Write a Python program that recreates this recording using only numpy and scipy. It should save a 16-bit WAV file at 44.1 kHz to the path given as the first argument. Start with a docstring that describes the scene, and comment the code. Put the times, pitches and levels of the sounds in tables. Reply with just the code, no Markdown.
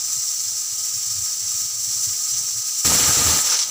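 """A pressure cooker vents on a gas ring in a small tiled kitchen, close by, in mono.
Wet steam first leaks past the weight valve with a sputtering hiss; the flame flutters below.
The weight lifts: a loud turbulent jet blasts out with low gusts and spits of water.
It sinks back in a few wet spurts while water gurgles in the vent."""
import sys
import numpy as np
from scipy import signal
from scipy.fft import rfft, irfft
from scipy.io import wavfile

SR = 44100
rng = np.random.default_rng(int(sys.argv[2]) if len(sys.argv) > 2 else 0)


def generate_wav(signal):
    """Clip the signal to [-1, 1] and save it as 16-bit WAV at the path in sys.argv[1]."""
    frames = np.transpose(np.atleast_2d(signal))
    scaled = np.clip(frames, -1, 1) * 32767
    pcm = np.round(scaled).astype(np.int16)
    wavfile.write(sys.argv[1], SR, pcm)


N = 163170

# Noise spectra, shape only: freq_hz, density_db
FLAME_SPECTRUM = [(25, -32), (55, -21), (85, -1.5), (115, 5.5), (155, -19), (200, -13.5), (280, -38.5),
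                  (800, -40)]
LEAK_SPECTRUM = [(30, -36), (150, -18.5), (250, -26), (600, -27), (1600, -21), (3500, -12.5), (5500, 1),
                 (8000, -0.5), (9500, -6.5), (11500, -12.5), (13000, -15.5), (15500, -21.5)]
GURGLE_SPECTRUM = [(200, -26), (420, -3), (530, -1), (720, -9), (870, 2), (1100, -2), (1500, 1), (2000, -5),
                   (3200, -1), (6000, -15)]
SPURT_SPECTRUM = [(150, -42), (280, -27.5), (450, -37), (900, -12), (1600, -10.5), (3500, -0.5),
                  (5600, 6.5), (8000, -1.5), (9500, -2.5), (11500, -14), (13000, -23), (15500, -40)]
GUST_SPECTRUM = [(25, -32), (45, -25), (75, 1.5), (120, 0), (250, -5), (450, -12.5), (1200, -53)]
SPIT_SPECTRUM = [(40, -10), (150, -3), (400, -1), (1200, -2), (3000, -16), (12000, -31)]
JET_SPECTRUM = [(30, -36), (90, -9), (250, -8), (600, -5.5), (1600, -6.5), (3500, -3.5), (4500, -1),
                (5700, -2.5), (7700, -0.04), (9500, -5.5), (11700, -4.5), (12600, -13.5), (15500, -21.5)]
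# Flame puffs, vent gurgles, wet spurts, jet gusts: start_s, hold_s, level_db
FLAME_PUFFS = [(.165, 0.012, -44), (.45, 0.12, -54), (.72, 0.085, -56), (.935, 0.041, -47.5),
               (1.065, 0.063, -50), (1.15, 0.11, -45), (1.395, 0.17, -50), (1.615, 0.044, -44),
               (1.725, .1, -52), (1.855, 0.054, -44.5), (1.96, 0.05, -47), (2.067, 0.049, -44.5),
               (2.315, 0.13, -43.5), (2.525, 0.056, -51.5)]
VENT_GURGLES = [(3.47, 0.047, -34.5), (3.515, 0.042, -31)]
WET_SPURTS = [(3.455, .05, -25.5), (3.497, 0.028, -23), (3.522, 0.027, -19), (3.562, .012, -22.5),
              (3.587, 0.0053, -20), (3.6, 0.035, -21.5)]
JET_GUSTS = [(2.845, 0.069, -30), (2.915, 0.047, -30), (2.99, 0.051, -30), (3.075, 0.023, -27),
             (3.165, 0.053, -29.5), (3.245, 0.055, -30), (3.31, 0.054, -33.5)]
# Water drops: start_s, level_db
WATER_SPITS = [(2.851, -24), (2.919, -17), (2.951, -18.5), (3.271, -22)]
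# Steam envelopes: time_s, level_db
LEAK_ENVELOPE = [(0, -23.5), (.15, -24.5), (.33, -23.5), (.63, -24.5), (.85, -23.5), (1.05, -24.5),
                 (1.28, -23), (1.36, -25), (1.56, -22), (1.76, -24.5), (1.92, -22.5), (2.1, -22.5),
                 (2.18, -24), (2.38, -22.5), (2.54, -24.5), (2.8, -22.5), (3.4, -21), (3.7, -30)]
JET_ENVELOPE = [(2.838, -47), (2.848, -16.5), (3.04, -17.5), (3.14, -18), (3.29, -18.5), (3.39, -19),
                (3.43, -28), (3.47, -22), (3.6, -39), (3.66, -38), (3.7, -30)]
# Steam colour, including valve and pot resonances: centre_hz, width_hz, gain_db
STEAM_RESONANCES = [(510, 90, 3.5), (890, 117, 4.5), (1256, 117, 11.5), (1573, 180, 3), (1974, 50, 2.5),
                    (2520, 57, 2), (2630, 83, -4.5), (2850, 180, 1.5), (3400, 59, -6.5), (4020, 68, -2),
                    (4260, 116, 4.5), (4500, 100, 1), (5133, 127, 8), (5180, 56, -9.5), (5530, 157, 8.5),
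                    (5760, 180, 6.5), (6005, 147, 9.5), (6350, 340, 6.5), (7045, 310, 4), (7538, 550, 9),
                    (8720, 290, -7), (15250, 1400, 19)]
# Steam flicker, independent per octave: freq_hz, depth_db
STEAM_FLICKER = [(350, 1.7), (1400, 1.6), (5000, 0.51), (15000, 1.05)]


def undb(db):
    return 10 ** (np.asarray(db) / 20)


def unit_rms(x):
    return x / np.sqrt(np.mean(x ** 2))


def times_s():
    return np.arange(N) / SR


def freqs_hz():
    return np.maximum(np.arange(N // 2 + 1) * SR / N, 1)


def envelope(rows):
    """Gain through (time_s, level_db) points."""
    return undb(np.interp(times_s(), *np.array(rows).T))


def shaped_noise(bin_gain):
    """White noise weighted per frequency, rms 1."""
    return unit_rms(irfft(rfft(rng.standard_normal(N)) * bin_gain, N))


def noise(spectrum):
    """Noise through (freq_hz, density_db) points, rms 1."""
    freq_hz, density_db = np.array(spectrum).T
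    return shaped_noise(undb(np.interp(np.log(freqs_hz()), np.log(freq_hz), density_db)))


def drift(rate_hz):
    """Smooth random motion, rms 1."""
    return shaped_noise(np.exp(-2 * (freqs_hz() / rate_hz) ** 2))


def bursts(rows, attack_s, release_s):
    """Attack-hold-release gains, summed in power."""
    t = times_s()
    power = np.zeros(N)
    for start_s, hold_s, level_db in rows:
        attack = np.clip((t - start_s) / attack_s, 0, 1)
        release = np.exp(-np.maximum(t - start_s - hold_s, 0) / release_s)
        power += (undb(level_db) * attack * release) ** 2
    return np.sqrt(power)


def kitchen(direct, t60_s=0.3, gap_s=0.003, wet_db=-10.5):
    """Dense, short reflections off the tiles."""
    t = times_s()
    tail = rng.standard_normal(N) * (t > gap_s) * np.exp(-np.log(1000) * t / t60_s)
    wet = signal.fftconvolve(direct, tail / np.linalg.norm(tail))[:N]
    return (direct + undb(wet_db) * wet) / np.hypot(1, undb(wet_db))


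def flame(floor_db=-62):
    """Low burner rumble, flaring in soft puffs."""
    puffs = bursts(FLAME_PUFFS, attack_s=0.0064, release_s=0.025)
    return np.hypot(undb(floor_db), puffs) * noise(FLAME_SPECTRUM)


def pot_note(pitch_hz=1260, half_width_hz=31, level_db=-56):
    """Hollow note of the pot, sustained by the leak."""
    detuning = (freqs_hz() - pitch_hz) / half_width_hz
    return undb(level_db) * shaped_noise(1 / (1 + detuning ** 2))


def steam(spectrum, sputter_db, wobble_db, sputter_hz=2100, wobble_hz=51, flicker_hz=39):
    """Resonant turbulence, rms 1. Water in the gap chops it; the rocking weight sways it."""
    f = freqs_hz()
    turbulence = rfft(noise(spectrum))
    octave = np.clip(np.log2(f / SR) + 7, 0, 6)
    centres_hz = SR / 2 ** np.arange(7, 0, -1)
    flow = np.zeros(N)
    for k, depth_db in enumerate(np.interp(centres_hz, *np.array(STEAM_FLICKER).T)):
        band = irfft(turbulence * np.maximum(1 - abs(octave - k), 0), N)
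        flow += band * undb(depth_db * drift(flicker_hz))
    flow *= undb(sputter_db * drift(sputter_hz) + wobble_db * drift(wobble_hz))
    colour_db = sum(gain_db * np.exp(-2 * ((f - centre_hz) / width_hz) ** 2)
                    for centre_hz, width_hz, gain_db in STEAM_RESONANCES)
    return unit_rms(irfft(rfft(flow) * undb(colour_db), N))


def leak():
    """Steam squeezes past the seated weight."""
    return envelope(LEAK_ENVELOPE) * steam(LEAK_SPECTRUM, sputter_db=0.02, wobble_db=1.0)


def gurgles():
    """Water rises in the vent as the jet dies: hollow midrange."""
    return bursts(VENT_GURGLES, attack_s=0.006, release_s=0.015) * noise(GURGLE_SPECTRUM)


def spurts():
    """The weight bobs on the vent before it seats."""
    gain = bursts(WET_SPURTS, attack_s=0.0025, release_s=0.027)
    return gain * steam(SPURT_SPECTRUM, sputter_db=1.5, wobble_db=-2.2)


def spits(decay_s=0.0025):
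    """Water drops thrown through the vent."""
    t = times_s()
    gain = sum(undb(level_db) * (t >= start_s) * np.exp(-abs(t - start_s) / decay_s)
               for start_s, level_db in WATER_SPITS)
    return gain * noise(SPIT_SPECTRUM)


def gusts():
    """The jet buffets the air: low rumble."""
    return bursts(JET_GUSTS, attack_s=0.0074, release_s=0.019) * noise(GUST_SPECTRUM)


def jet():
    """Steam blasts from the open vent under the lifted weight."""
    return envelope(JET_ENVELOPE) * steam(JET_SPECTRUM, sputter_db=0.5, wobble_db=0.46)


def scene():
    """Cooker with reflections, flame without; two identical channels."""
    cooker = pot_note() + leak() + jet() + gusts() + spits() + spurts() + gurgles()
    mono = kitchen(cooker) + flame()
    return np.array([mono, mono])


def record(dry):
    """Steep elliptic low-pass."""
    cutoff_hz = 15520
    return signal.sosfilt(signal.ellip(12, 0.1, 80, cutoff_hz, fs=SR, output="sos"), dry)


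dry = scene()
out = record(dry)
generate_wav(out)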